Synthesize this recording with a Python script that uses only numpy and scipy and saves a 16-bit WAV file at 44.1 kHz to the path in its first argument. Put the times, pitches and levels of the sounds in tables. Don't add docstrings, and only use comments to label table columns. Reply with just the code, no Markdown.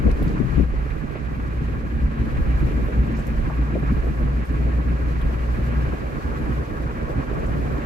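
import sys
import numpy as np
from scipy import signal
from scipy.fft import rfft, irfft
from scipy.io import wavfile
from scipy.ndimage import uniform_filter1d, map_coordinates

SR = 44100
rng = np.random.default_rng(int(sys.argv[2]) if len(sys.argv) > 2 else 0)


def transcribe(signal):
    frames = np.atleast_2d(signal).T
    limited = np.clip(frames, -1, 1)
    pcm = np.round(limited * 32767).astype(np.int16)
    wavfile.write(sys.argv[1], SR, pcm)


N = 346185
TIME = np.arange(N) / SR
FREQS = np.maximum(np.fft.rfftfreq(N, 1 / SR), 1)
SIDE_LAG_S = 0.00042

# (time [s], level [dB])
RUSH_LEVEL = [(0, -40.5), (.17, -40), (.28, -38.6), (.45, -40.5), (.61, -39.5), (.66, -44), (.85, -41.5),
              (1.2, -43), (1.5, -42), (2.1, -42.5), (2.25, -40.5), (2.75, -39), (2.9, -40.5), (3.9, -40.5),
              (4.05, -41), (4.9, -40.5), (5.9, -38.5), (6.1, -40), (6.55, -39), (6.7, -40), (7.85, -38.5)]
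# (time [s], lift [dB])
ASPHALT_GRAIN = [(0, -0.5), (1.7, -0.5), (3.2, 1), (5.2, -0.5), (7.85, 3)]


def from_db(db):
    return 10 ** (np.asarray(db) / 20)


def rms_one(x):
    return x / np.sqrt(np.mean(x ** 2) + 1e-20)


def in_time(rows):
    times, *columns = np.transpose(rows)
    return [np.interp(TIME, times, column) for column in columns]


def in_frequency(rows):
    hz, *columns = np.transpose(rows)
    return [np.interp(np.log(FREQS), np.log(hz), column) for column in columns]


def drift(rate):
    points = rng.standard_normal(1000)
    return rms_one(map_coordinates(points, [TIME * rate + 2], order=2, mode="wrap"))


def swells(times, heights_db, length_s):
    return sum(db * np.exp(-(2 * (TIME - s) / length_s) ** 2) for s, db in zip(times, heights_db))


def throbbing(phase, unsteady, rate):
    in_step = (1 + unsteady * drift(rate)) * np.sin(phase)
    out_of_step = unsteady * drift(rate) * np.cos(phase)
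    return in_step + out_of_step


def two_sided(colour_db, lag_s):
    # (frequency [Hz], share of power that is direct [0-1], left minus right [dB])
    sides = [(45, 0.91, -5), (86, 0.59, -2.5), (138, 0.75, 1.5), (298, 0.5, -0.5), (436, 0.54, 1.5),
             (600, 0.51, 0), (1010, 0.72, 0), (1250, 0.74, -0.5), (1750, 0.37, -2), (2050, 0.35, -2),
             (2360, 0.09, -1.5), (2940, 0.55, -0.5), (5040, 0, 1), (8000, 0.07, -1), (13000, 0, -3)]
    direct, pan_db = in_frequency(sides)
    source, left, right = rfft(rng.standard_normal((3, N)))
    delayed = source * np.exp(-2j * np.pi * FREQS * lag_s)
    left = np.sqrt(direct) * delayed + np.sqrt(1 - direct) * left
    right = np.sqrt(direct) * source + np.sqrt(1 - direct) * right
    return np.array([left, right]) * from_db(colour_db + np.array([pan_db, -pan_db]) / 2)


def cabin_noise(colour_db, lag_s):
    return rms_one(irfft(two_sided(colour_db, lag_s), N))


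def steadied(x, span_s):
    power = uniform_filter1d(np.mean(x ** 2, axis=0), int(span_s * SR))
    return x / np.sqrt(power + 1e-9)


def burst(low_hz, high_hz, t60, alike):
    t = TIME[:SR // 2]
    shared, *own = rng.standard_normal((3, len(t)))
    noise = np.sqrt(alike) * shared + np.sqrt(1 - alike) * np.array(own)
    fading = noise * from_db(-60 * t / t60)
    band = signal.butter(2, [low_hz, high_hz], "band", fs=SR, output="sos")
    x = signal.sosfilt(band, signal.sosfilt(band, fading))
    return x / np.abs(x).max()


def thump(low_hz, high_hz, t60, shudder_db, alike):
    push = (TIME[:SR // 2] == 0).astype(float)
    band = signal.butter(2, [low_hz, high_hz], "band", fs=SR, output="sos")
    soften = signal.butter(2, high_hz, fs=SR, output="sos")
    knock = signal.sosfilt(soften, signal.sosfilt(band, push))
    shudder = from_db(shudder_db) * burst(low_hz, high_hz, t60, alike)
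    x = knock / np.abs(knock).max() + shudder
    return x / np.abs(x).max()


def add(out, s, x):
    at = round(s * SR)
    out[:, at:at + x.shape[1]] += x[:, :N - at]


def wheels(throb_db, boom_db=-5.0, beat=0.21, steadying=0.053, stray=0.4, stray_rate=13, spread=0.52):
    # (time [s], speed [turns per s])
    wheel_speed = [(0, 15.0), (.5, 15.12), (1.4, 15.08), (2.2, 14.8), (3.2, 14.65), (4.0, 14.7),
                   (4.7, 14.82), (5.4, 15.02), (7.85, 15.0)]
    # (time [s], level [dB])
    boom_curve = [(0, -29), (.3, -26), (.7, -18.5), (1.1, -29.5), (1.3, -25.5), (1.55, -22.5), (1.8, -24),
                  (2.2, -28.5), (2.6, -23.5), (3.1, -21), (3.3, -25.5), (3.6, -20), (4.1, -19.5),
                  (4.6, -16.5), (5.1, -17), (5.88, -17.5), (6.0, -30.5), (6.4, -25.5), (6.57, -18.5),
                  (6.75, -32), (7.05, -27), (7.3, -37), (7.55, -19.5), (7.85, -25)]
    order_multiples = [3, 8, 10, 12, 20.2]
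    # (level [dB], share of the boom curve's swing that it follows)
    order_levels = [(-43, 0), (-38.5, 0.89), (-38, 0.32), (-47, .3), (-44, 0)]
    # (time [s], level [dB])
    tyre_air = [(0, -49), (.9, -47), (1.6, -38.5), (2.3, -35), (3.2, -34.5), (4.2, -43.5), (5.3, -37),
                (6.2, -37.5), (7.0, -43), (7.85, -36)]

    angle = 2 * np.pi * np.cumsum(in_time(wheel_speed)[0]) / SR
    level = in_time(boom_curve)[0]
    swing = level - level.mean()
    unsteady = beat * np.exp(-steadying * swing)
    boom = throbbing(4 * angle, unsteady, rate=28)
    out = np.sqrt(2) * from_db(level + boom_db + throb_db) * boom * np.ones((2, 1))

    hums = [(multiple, db + follows * swing)
            for multiple, (db, follows) in zip(order_multiples, order_levels)]
    hums.append((15.2, in_time(tyre_air)[0]))
    for multiple, level_db in hums:
        phase = multiple * angle + spread * drift(3.4) * np.array([[1], [-1]])
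        out += from_db(level_db) * throbbing(phase, stray, stray_rate)
    return out


def heaves_and_throb():
    # (time [s], change of shake [dB], boom's own throb [dB], change of rumble [dB])
    swell_table = [(.06, 7, 17, 5.5), (.125, 9, 0, -3), (.24, 4, 9, 2), (.44, 6, -5, 2), (.6, 8, 8.5, 6.5),
                   (.75, 12, -6, -2), (1.37, 3.5, -8, 2), (1.97, 3.5, 5, -1), (2.05, 5, 13, -2),
                   (2.21, 2, 14, 5), (2.39, 11.5, 11, 2.5), (2.5, 7, 9, 5), (2.64, 8, 11.5, 8.5),
                   (2.79, 5, 8.5, 3), (3.0, -1, 11.5, 4.5), (3.1, -2, -3, 1), (3.38, 9.5, 9, -6),
                   (3.6, -5, 9, 1.5), (3.91, -2, 7, 2), (4.03, 4, 0.5, -10), (4.21, 9, 1.5, -0.5),
                   (4.37, -7, 3.5, -0.5), (4.64, -1, 2.5, 1.5), (4.89, 0.5, 2.5, -1.5), (5.27, 9, 3.5, 0.5),
                   (5.55, 5, -7, -2.5), (5.77, -3, 1.5, -2.5), (6.06, 0, 6, 0), (6.165, 0, 1, 7),
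                   (6.28, -4, 8, 3.5), (6.5, -2, 1.5, 4.5), (6.84, 3, 10, 7.5), (7.18, 4.5, 7, 11.5),
                   (7.33, 5.5, 3, 2), (7.55, 3, -1.5, 2.5), (7.75, 4, -1, -1)]
    shake_s, short_s = 0.15, 0.062
    s, shake_db, throb_db, rumble_db = np.transpose(swell_table)
    return swells(s, shake_db, shake_s), swells(s, throb_db, short_s), swells(s, rumble_db, short_s)


def road(shake_heave_db, rumble_heave_db, shake_db=-32.0, shake_share=0.77, rocking_db=2.5,
         rumble_db=-4.0, lumpy_db=2.0, surge_db=0.2):
    # (time [s], level [dB])
    road_roughness = [(0, -23.5), (.3, -23), (.62, -24), (.68, -28), (1.15, -28.5), (1.9, -24.5),
                      (2.4, -26), (3.1, -22.5), (3.3, -24), (3.7, -26), (3.9, -21.5), (4.4, -25),
                      (4.7, -21), (5.4, -28), (5.88, -23), (6.05, -29.5), (6.5, -25), (6.7, -29),
                      (7.05, -29), (7.6, -24.5), (7.85, -26.5)]
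    # (frequency [Hz], relative level [dB per Hz])
    shake_colour = [(10, -8), (20, -1), (30, 8), (42, 13), (52, 9), (66, 6), (90, -4.5), (150, -58),
                    (400, -120)]
    # (frequency [Hz], relative level [dB per Hz])
    rumble_colour = [(45, -43), (72, 0.5), (95, -0.5), (135, 4.5), (170, -3), (200, -3), (250, -3),
                     (320, -7.5), (420, -18.5), (800, -101)]

    roughness = in_time(road_roughness)[0]
    shake_level = shake_db + shake_share * (roughness - roughness.mean()) + shake_heave_db
    shake_level = shake_level + rocking_db * drift(18)
    shake_noise = cabin_noise(in_frequency(shake_colour)[0], lag_s=0)
    shake = from_db(shake_level) * steadied(shake_noise, span_s=0.082)

    rumble_level = roughness + rumble_heave_db + rumble_db
    rumble_level = rumble_level + lumpy_db * drift(55) + surge_db * drift(12)
    rumble_noise = cabin_noise(in_frequency(rumble_colour)[0], lag_s=0)
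    rumble = from_db(rumble_level) * steadied(rumble_noise, span_s=0.076)
    return shake + rumble


def sway(x):
    # (time [s], left minus right [dB])
    lean = [(0, 6.5), (.22, 3.5), (.36, 1.5), (.5, 10.5), (.8, -1), (1.12, -11), (1.35, 0.5), (5.9, 0.5),
            (6.05, -1.5), (7.0, -1.5), (7.3, -1.5)]
    pan = from_db(in_time(lean)[0] * np.array([[1], [-1]]) / 2)
    return x * pan / pan.mean(axis=0)


def bumps():
    # (time [s], peak [dB], lowest frequency [Hz], highest frequency [Hz], shudder's 60 dB decay [s])
    bump_table = [(.212, -14, 100, 260, .05), (.22, -16.5, 130, 560, .07), (.298, -19, 100, 280, .06),
                  (.324, -22.5, 130, 360, 0.041), (.738, -20.5, 129, 540, 0.044),
                  (.862, -26, 220, 560, .05), (1.037, -24, 180, 400, .07), (1.108, -24, 130, 450, .05),
                  (1.155, -24, 220, 680, 0.11), (2.234, -16.5, 100, 296, .09), (2.71, -21, 150, 376, 0.083),
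                  (2.885, -22.5, 248, 563, 0.22), (3.474, -16, 131, 300, 0.043),
                  (3.499, -25, 350, 1200, 0.11), (3.59, -18, 110, 380, 0.054), (3.738, -18, 160, 378, .15),
                  (3.754, -15, 238, 600, 0.075), (3.762, -18.5, 240, 560, .1), (3.904, -15, 90, 300, .1),
                  (3.966, -23, 150, 400, 0.052), (4.068, -21.5, 150, 476, .08), (4.681, -20, 90, 352, 0.1),
                  (6.3, -28, 220, 623, .14), (7.313, -13, 100, 400, 0.037)]
    out = np.zeros((2, N))
    for s, peak_db, low_hz, high_hz, t60 in bump_table:
        add(out, s, from_db(peak_db) * thump(low_hz, high_hz, t60, shudder_db=1.0, alike=0.29))
    return out


def buffets(right_db=-31.0):
    # (time [s], left peak [dB], lowest frequency [Hz], highest frequency [Hz], 60 dB decay [s])
    puff_table = [(.054, -8.5, 110, 345, 0.046), (.063, -6, 170, 440, .04), (.079, -12.5, 220, 560, .09),
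                  (.401, -5, 120, 360, 0.047), (.408, -6, 109, 293, 0.063), (.483, -16, 110, 260, .04),
                  (.533, -13.5, 110, 278, 0.092), (.579, -7.5, 110, 302, 0.11), (.598, -9, 119, 384, .06),
                  (.628, -10, 120, 300, .03)]
    out = np.zeros((2, N))
    for s, peak_db, low_hz, high_hz, t60 in puff_table:
        add(out, s, from_db(peak_db) * thump(low_hz, high_hz, t60, shudder_db=-1.5, alike=0.25))
    return out * from_db([[0], [right_db]])


def tread(dull_db=2.0, bright_db=0.37, grain_share=0.41, split_hz=1750, flutter_db=1.66):
    # (frequency [Hz], relative level [dB per Hz])
    roar_colour = [(400, -40), (750, -0.5), (1000, 2.16), (1400, 1.5), (1750, 0), (2000, -3.5), (2200, -3),
                   (2500, -7.5), (2800, -9.5), (3200, -15), (4200, -21.5), (7000, -60)]
    # (frequency [Hz], width [Hz], boost in step on both sides [dB], boost opposed [dB])
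    cabin_modes = [(1128, 163, 8, 0), (1243, 155, -1.5, 3), (1317, 63, 3.5, -0.5), (1470, 79, -2.5, 3),
                   (1640, 57, 4.5, 8), (1978, 60, 5, 2), (2050, 88, -3.5, 5.5), (2313, 90, 1.5, 4.5),
                   (2414, 80, 4.5, 2), (2470, 87, 3.5, -2), (2650, 96, 2, -7), (3910, 260, 3.5, -10)]
    # (time [s], level [dB])
    bright_curve = [(0, 0), (1.5, 0.5), (2.6, 0.5), (3.7, 0.5), (4.5, -0.5), (5.4, 0.2), (6.6, -2.1),
                    (7.85, -2.3)]

    left, right = two_sided(in_frequency(roar_colour)[0], SIDE_LAG_S)
    mid, side = left + right, left - right
    for hz, width, mid_db, side_db in cabin_modes:
        nearness = 1 / (1 + (2 * (FREQS - hz) / width) ** 2)
        mid = mid * from_db(mid_db * nearness)
        side = side * from_db(side_db * nearness)
    roar = rms_one(irfft(np.array([mid + side, mid - side]), N))

    dull = irfft(rfft(roar) / (1 + (FREQS / split_hz) ** 6), N)
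    bright = roar - dull
    dull_level = grain_share * in_time(ASPHALT_GRAIN)[0] + dull_db + flutter_db * drift(55)
    bright_level = in_time(bright_curve)[0] + bright_db + flutter_db * drift(55)
    return from_db(in_time(RUSH_LEVEL)[0]) * (from_db(dull_level) * dull + from_db(bright_level) * bright)


def grit(level_db=2.5, gritty_db=2.0):
    # (frequency [Hz], relative level [dB per Hz])
    grit_colour = [(180, -69), (290, -4.5), (370, 0), (440, -1), (530, -1.5), (610, -5), (700, -7.5),
                   (900, -17.5), (1600, -50.5)]
    level = in_time(RUSH_LEVEL)[0] + in_time(ASPHALT_GRAIN)[0] + level_db + gritty_db * drift(50)
    return from_db(level) * cabin_noise(in_frequency(grit_colour)[0], lag_s=0.00055)


def wind(level_db=-17.0, flutter_db=1.0, glint_db=1.5, glint_hz=10000):
    # (frequency [Hz], relative level [dB per Hz])
    wind_colour = [(1500, -24), (3000, 11), (3800, 7.5), (4500, 8.5), (5200, 5.5), (7000, 3), (8500, -1.5),
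                   (10000, -4), (11500, -2), (15500, -9)]
    # (time [s], level relative to the rest [dB])
    glint_curve = [(0, 0), (1.5, 1.5), (2.8, 2), (4.5, 2), (6.4, 1.5), (7.3, 0), (7.85, 2)]
    hiss = cabin_noise(in_frequency(wind_colour)[0], SIDE_LAG_S)
    top = irfft(rfft(hiss) / (1 + (glint_hz / FREQS) ** 8), N)
    top_gain = from_db(in_time(glint_curve)[0] + glint_db * drift(20))
    hiss = hiss + (top_gain - 1) * top
    return from_db(in_time(RUSH_LEVEL)[0] + level_db + flutter_db * drift(40)) * hiss


def ticks(span=1.35, snap_db=-8.0):
    # (time [s], ring's peak before panning [dB], pitch [Hz], ring's 60 dB decay [s],
    # left minus right [dB])
    tick_table = [(0.114, -34.5, 4470, .02, 3), (.114, -44, 9500, .03, -3), (.187, -55, 13000, .15, -2),
                  (.227, -42, 12400, 0.13, -6), (.227, -43, 3900, .033, 7), (0.281, -36.5, 4570, 0.011, 5),
                  (.292, -45, 4800, .015, 8), (3.15, -47, 5000, .2, 1), (3.169, -44, 6000, .18, 1),
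                  (3.17, -51, 13000, .2, 0), (3.191, -46, 6900, .16, 0), (3.223, -46, 3800, .04, 0),
                  (3.268, -42, 11500, .06, 4), (3.268, -42, 6000, .047, 0), (4.453, -46.5, 10500, .09, 0),
                  (4.524, -52, 10000, .04, 0), (5.214, -38, 2800, .06, 0), (5.216, -48, 10000, .04, 0),
                  (7.463, -47.5, 7500, .08, -1)]
    out = np.zeros((2, N))
    for s, peak_db, hz, t60, pan_db in tick_table:
        pan = from_db(np.array([[pan_db], [-pan_db]]) / 2)
        snap = from_db(snap_db) * burst(2600, 11500, t60=0.008, alike=0.18)
        ring = burst(hz / span, hz * span, t60, alike=0.074)
        add(out, s, from_db(peak_db) * pan * (snap + ring))
    return out


def scene():
    # (time [s], change [dB])
    dip_table = [(.18, -5), (.68, -5), (.94, -1.5), (1.25, -2.5), (1.8, -4), (1.9, -6), (2.14, -3),
                 (2.715, -3), (2.91, -10), (3.25, -8.5), (3.515, -7.5), (4.155, -8), (4.465, -17),
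                 (4.835, -4.5), (4.985, -5.5), (5.21, -3), (5.98, -5), (6.11, -5), (6.21, -7.5), (6.66, -8),
                 (7.26, -5.5)]
    dip_s, roar_share = 0.041, 0.2
    shake_heave, boom_throb, rumble_heave = heaves_and_throb()
    dip_db = swells(*np.transpose(dip_table), dip_s)
    low = from_db(dip_db) * sway(wheels(boom_throb) + road(shake_heave, rumble_heave))
    roar = from_db(roar_share * dip_db) * (tread() + grit())
    return low + bumps() + buffets() + roar + wind() + ticks()


def record(dry, cutoff_hz=15500):
    return irfft(rfft(dry) / np.sqrt(1 + (FREQS / cutoff_hz) ** 200), N)


dry = scene()
out = record(dry)
transcribe(out)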